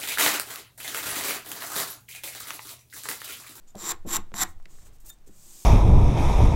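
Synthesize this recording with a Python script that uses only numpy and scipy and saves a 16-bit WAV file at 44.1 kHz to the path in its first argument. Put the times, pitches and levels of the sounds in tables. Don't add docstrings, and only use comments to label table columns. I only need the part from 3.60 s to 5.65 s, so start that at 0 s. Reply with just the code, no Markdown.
import sys
import numpy as np
from scipy import signal
from scipy.fft import rfft, irfft
from scipy.io import wavfile
from scipy.ndimage import uniform_filter1d

SR = 44100
rng = np.random.default_rng(int(sys.argv[2]) if len(sys.argv) > 2 else 0)


def to_wav(s):
    ch = np.atleast_2d(s).T
    pcm = np.round(np.clip(ch, -1, 1) * 32767)
    wavfile.write(sys.argv[1], SR, pcm.astype(np.int16))


N = 90404

# bite_s, full_speed_s, run_off_s, onset_db (against full speed), wood_db, steel_db
STROKES = [(0.17, 0.304, 0.32, -21, -33.5, -26), (.473, 0.549, 0.57, -17.5, -30.5, -23),
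           (0.749, 0.826, 0.8352, -17.5, -28.5, -21.5)]
GRIP_HZ = [200, 350, 800, 2000, 2700, 3800, 7300, 11500, 14000, 15500]
GRIP_DB = [(0, 1, 0, 3, -1, 4, 2.8, -0.33, -2.5, 7.5), (0, 2, 1, 3.5, 1.5, 1.5, 0.11, 0.36, 0.38, 1),
           (3, -5.5, 0.48, 7, -3, 4, 0, 1, -2.2, -2.5)]
BITE_S, STEEL_RELEASE_S, WOOD_RELEASE_S = 0.015, 0.0016, 0.016
WOOD_SWELL = 0.91

def scraping():
    t, out = clock(), 0
    for (start, full, end, onset_db, wood_db, steel_db), grip_db in zip(STROKES, GRIP_DB):
        tear = colour(tearing_fibres(), list(zip(GRIP_HZ, grip_db)))
        swell_db = onset_db * np.clip((full - t) / (full - start), 0, 2)
        cut = undb(swell_db + steel_db) * gate(start - BITE_S, end, 2 * BITE_S, STEEL_RELEASE_S)
        push = undb(WOOD_SWELL * swell_db + wood_db)
        push *= gate(start - BITE_S, end, 2 * BITE_S, WOOD_RELEASE_S)
        rasp = (steel_edge(tear, cut) + wood_body(tear, push)) / np.sqrt(2)
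        out = out + rasp + bench_shudder(end, wood_db)
    return out


FIBRES_PER_S, FIBRE_SPREAD_DB, HISS_GAIN = 7000, 5, 0.38

def tearing_fibres():
    snaps = (rng.random(N) < FIBRES_PER_S / SR) * np.sign(noise())
    strength = undb(FIBRE_SPREAD_DB * np.minimum(rng.exponential(size=N), 3))
    return (unit(snaps * strength) + HISS_GAIN * noise()) * flutter(rate_hz=350, depth_db=0.5)


# frequency_hz, gain_db
EDGE_COLOUR = [(1500, -34), (2750, -44), (3100, -15.5), (3800, -6.5), (4900, -16), (5850, -0.5),
               (6750, -19), (7300, 9.5), (8000, 3.5), (8900, -6), (10200, -9), (11400, -1.5), (12300, -2.5),
               (13500, -3), (15700, -14)]
# pitch_hz, level_db, t60_s
GRIPPED_CARD_MODES = [(3910, -6, .025), (6040, -27, .02), (5895, -15, 0.026), (7600, -17, 0.046),
                      (7325, 12, 0.018), (7500, 11, .02), (7360, -14, 0.009), (7800, 4, .02),
                      (7640, -8, .02), (11700, 4, 0.049)]
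CARD_RING_DB = -3.5

def steel_edge(tear, envelope):
    ring = convolve(envelope * tear, ringing(GRIPPED_CARD_MODES))
    return envelope * colour(tear, EDGE_COLOUR) + undb(CARD_RING_DB) * ring


# frequency_hz, gain_db
WOOD_COLOUR = [(90, -101), (200, -21), (350, -7.5), (430, 0), (600, -13.5), (740, -1), (1150, 1.5),
               (1450, -6), (2100, -8), (2700, -11), (5000, -21), (16000, -35.5)]
BOARD_RING_DB = -5.5

def wood_body(tear, envelope):
    return envelope * colour(tear, WOOD_COLOUR) + undb(BOARD_RING_DB) * board(envelope * tear)


# pitch_hz, scraped_db, struck_db, t60_s
BOARD_MODES = [(95.5, -7.5, -13, 0.14), (205.6, -6.5, 5.5, 0.19), (333.7, -6, -2, 0.25),
               (356.2, 6.5, -5, 0.074), (503, -11, 0, 0.21), (777, -1, 8.5, 0.14), (1080, -5.5, -16, 0.083),
               (1121, -3.5, -23, 0.077), (1280, -17, -20.5, 0.04), (1610, -24, -21, 0.054),
               (2050, -21, -8, 0.18)]

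def board(force, struck=False):
    modes = [(hz, struck_db if struck else scraped_db, t60)
             for hz, scraped_db, struck_db, t60 in BOARD_MODES]
    return convolve(force, ringing(modes))


BENCH_HZ, BENCH_WIDTH_HZ, BENCH_DB = 82.5, 29, -16.5

def bench_shudder(end, wood_db):
    rumble = unit(band(noise(), BENCH_HZ, BENCH_WIDTH_HZ))
    return undb(wood_db + BENCH_DB) * rumble * gate(end - 0.01, end, rise_s=0.03, fall_s=0.096)


# start_s, level_db, contact_s, scuff_db (against the bump), scuff_hz
KNOCKS = [(.147, -53, 0.0015, 8, 650), (0.157, -40.5, 0.0023, -3.5, 520), (0.234, -46, 0.0022, 0.5, 350),
          (0.45, -40.5, 0.0019, -6, 400), (.456, -45.5, 0.0016, 5, 500), (.467, -34.5, 0.0032, -7, 250),
          (.585, -40.5, 0.0042, -4, 330), (.718, -54, 0.0034, -1, 400), (0.74, -39.5, 0.0036, -7, 700),
          (1.057, -62, 0.0024, -3, 500), (1.671, -60.5, 0.0058, 4.5, 335), (1.69, -52, 0.0047, -3, 320)]
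SCUFF_RISE_S, SCUFF_FALL_S, SCUFF_WIDTH_RATIO = 0.0027, 0.0095, 0.4

def knocks():
    out = 0
    for start, db, contact_s, scuff_db, scuff_hz in KNOCKS:
        push = np.sin(np.pi * np.clip((clock() - start) / contact_s, 0, 1)) ** 2
        scuff = band(noise(), scuff_hz, SCUFF_WIDTH_RATIO * scuff_hz)
        scuff *= gate(start, start + SCUFF_RISE_S, SCUFF_RISE_S, SCUFF_FALL_S)
        out = out + loudest(board(push, struck=True), db) + loudest(scuff, db + scuff_db)
    return out


# start_s, peak_db, centre_hz, width_hz, grit_decay_s
TICKS = [(0.154, -35, 4950, 8800, 0.0024), (0.489, -33, 4900, 12000, .002), (.7185, -39, 586, 1940, 0.0012),
         (0.7186, -72, 4550, 6000, 0.00065), (.741, -25, 1020, 1810, 0.0015),
         (0.743, -28.5, 6300, 4520, 0.00099), (1.0002, -48, 796, 2197, 0.00165),
         (1.027, -49, 5950, 7000, 0.00036), (1.0572, -39.5, 1990, 900, 0.0011),
         (1.0561, -39.5, 3000, 4230, 0.0024), (1.186, -49, 800, 1600, 0.0033),
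         (1.269, -51, 900, 1390, .003), (1.386, -51, 6000, 6900, .0006), (1.587, -53, 5500, 7000, 0.00053)]
GRIT_GAIN = 0.13

def ticks():
    out = 0
    for start, db, hz, width_hz, decay_s in TICKS:
        click = np.diff(clock() >= start, prepend=0)
        grit = noise() * gate(start, start, 1 / SR, decay_s)
        tap = band(click + GRIT_GAIN * grit, hz, width_hz)
        out = out + undb(db) * tap / np.abs(tap).max()
    return out


# start_s, level_db, swell_s, tilt_db_per_octave
PINGS = [(0.077, -60.5, 0.014, 17), (0.101, -62, 0.0046, 18), (1.496, -46, 0.008, 0)]
# pitch_hz, level_db, t60_s
FREE_CARD_MODES = [(1380, -11, 0.05), (1756, -8, 0.04), (3627, 0, 0.11), (7052, 0, 0.045), (7100, -1, .04),
                   (8460, -32, 0.037), (11700, -23, 0.083)]

def pings():
    t, out = clock(), 0
    for start, db, swell_s, tilt_db in PINGS:
        ring = 0
        for hz, mode_db, t60 in FREE_CARD_MODES:
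            gain = undb(mode_db + tilt_db * np.log2(hz / 1000))
            envelope = gate(start, start + swell_s, swell_s, t60 / np.log(1000))
            ring = ring + gain * np.sin(2 * np.pi * hz * t) * envelope
        out = out + loudest(ring * flutter(rate_hz=200, depth_db=1.7), db)
    return out


# start_s, end_s, rise_s, fall_s, level_db, top_octave_db
RUBS = [(0.069, 0.098, 0.0081, 0.018, -63, -20), (0.855, 0.909, 0.028, .016, -57.5, -3),
        (1.075, 1.23, 0.037, 0.025, -60.5, -7), (1.245, 1.28, 0.015, 0.01, -58.5, -3.5),
        (1.321, 1.365, .015, 0.0064, -65, -1), (1.398, 1.403, 0.0059, 0.028, -58.5, 0.5),
        (1.445, 1.469, 0.026, 0.0208, -47, 2), (1.48, 1.503, 0.016, 0.0036, -44, 6.5),
        (1.517, 1.538, .01, 0.009, -64, -7), (1.658, 1.68, 0.017, 0.0087, -57.5, -4),
        (1.673, 2.06, 0.33, 0.063, -48.5, -4)]
# frequency_hz, gain_db
SKIN_COLOUR = [(150, -12), (350, -11.5), (600, -19), (800, -15), (1700, -20), (3000, -13.5), (5200, -8.5),
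               (6700, -2), (7900, 1), (9500, -5.5), (11000, -7.5), (13000, -3), (15700, -7.5)]

def skin_rubs():
    skin = colour(noise(), SKIN_COLOUR) * flutter(rate_hz=119.4, depth_db=0.55)
    return sum(undb(db) * gate(*span) * colour(skin, [(7000, 0.021), (12000, top_db)])
               for *span, db, top_db in RUBS)


def palm_on_board():
    friction = colour(noise(), [(800, -4), (2000, -14)])
    return undb(-61.5) * gate(1.55, 2.06, rise_s=1.05, fall_s=0.05) * unit(board(friction))


# start_s, end_s, rise_s, fall_s, level_db
SLEEVE_MOVES = [(0.598, 0.672, 0.014, 0.016, -73), (1.024, 1.327, 0.13, 0.048, -57),
                (1.433, 1.488, 0.014, 0.059, -56.5), (1.65, 1.823, 0.016, 0.14, -65.5)]
# frequency_hz, gain_db
SLEEVE_COLOUR = [(40, 13.5), (100, 12), (200, -3.5), (330, -1), (600, -7.5), (1150, -10), (2000, -14.5),
                 (4000, -16.5), (8000, -28)]

def sleeves():
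    cloth = colour(noise(), SLEEVE_COLOUR) * flutter(rate_hz=40, depth_db=1.6)
    return cloth * sum(undb(db) * gate(*span) for *span, db in SLEEVE_MOVES)


# time_s, level_db
AIR_LEVELS = [(0, -46), (.25, -47.5), (.5, -33), (.8, -43), (1.0, -37), (1.45, -39.5), (1.7, -42.5),
              (2.05, -54.5)]
# frequency_hz, gain_db
AIR_COLOUR = [(4, -16.5), (9, 10.5), (18, -10.5), (30, -10), (60, -25), (120, -48.5), (400, -61),
              (2000, -110)]

def moving_air():
    return colour(noise(), AIR_COLOUR) * undb(np.interp(clock(), *np.array(AIR_LEVELS).T))


# frequency_hz, t60_s
ROOM_DECAY = [(150, 0.74), (1000, 0.28), (4000, 0.28), (8000, 0.087), (15000, 0.17)]
WET_LOW_DB, WET_HIGH_DB, PREDELAY_S = -14.5, -23.5, 0.0043

def workshop_reverb(x):
    t, tail = clock(), 0
    edges_hz = np.geomspace(80, 16000, 9)
    hz, t60 = np.array(ROOM_DECAY).T
    for low, high in zip(edges_hz, edges_hz[1:]):
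        log_centre = np.log(low * high) / 2
        fade = np.exp(-np.log(1000) * t / np.interp(log_centre, np.log(hz), t60)) * (t > PREDELAY_S)
        wet = undb(np.interp(log_centre, np.log([1200, 7000]), [WET_LOW_DB, WET_HIGH_DB]))
        wash = signal.sosfilt(signal.butter(3, [low, high], "band", fs=SR, output="sos"), noise())
        tail = tail + wet * wash * fade / np.sqrt(np.sum(fade ** 2))
    return x + convolve(x, tail)


# frequency_hz, gain_db
ROOM_TONE_COLOUR = [(30, -10.5), (150, -4.5), (300, -13.5), (500, -16), (780, -18.5), (1500, -22.5),
                    (4000, -29), (8400, -28), (9200, -33.5), (15700, -32)]
ROOM_TONE_DB = -65

def room_tone():
    return undb(ROOM_TONE_DB) * colour(noise(), ROOM_TONE_COLOUR)


def undb(db):
    return 10 ** (np.asarray(db) / 20)


def unit(x):
    return x / np.sqrt(np.mean(x ** 2))


def loudest(x, db):
    return x * undb(db) / np.sqrt(uniform_filter1d(x ** 2, SR // 100).max())


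def clock():
    return np.arange(N) / SR


def noise():
    return rng.standard_normal(N)


def gate(start_s, end_s, rise_s, fall_s):
    t = clock()
    return np.clip((t - start_s) / rise_s, 0, 1) * np.exp(-np.maximum(t - end_s, 0) / fall_s)


def flutter(rate_hz, depth_db):
    waver = signal.sosfilt(signal.butter(2, rate_hz, fs=SR, output="sos"), noise())
    return undb(depth_db * unit(waver))


def colour(x, points):
    hz, db = np.array(points).T
    bins_hz = np.maximum(np.fft.rfftfreq(N, 1 / SR), 1)
    gain = undb(np.interp(np.log(bins_hz), np.log(hz), db))
    return unit(irfft(rfft(x) * gain, N))


def band(x, hz, width_hz):
    b, a = signal.iirpeak(hz, hz / width_hz, SR)
    return signal.lfilter(b, a, signal.lfilter(b, a, x))


def ringing(modes):
    t = clock()
    ring = sum(undb(db) / np.sqrt(t60) * np.sin(2 * np.pi * hz * t) * np.exp(-np.log(1000) * t / t60)
               for hz, db, t60 in modes)
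    return ring / np.sqrt(np.sum(ring ** 2))


def convolve(x, response):
    return signal.fftconvolve(x, response)[:N]


def scene():
    air = moving_air()
    work = scraping() + knocks() + ticks() + skin_rubs() + sleeves() + palm_on_board() + pings()
    return (workshop_reverb(work) + air + room_tone())[None]


HIGH_CUT_HZ = 15750

def record(dry):
    return signal.sosfilt(signal.ellip(12, 0.1, 90, HIGH_CUT_HZ, fs=SR, output="sos"), dry)


dry = scene()
out = record(dry)
to_wav(out)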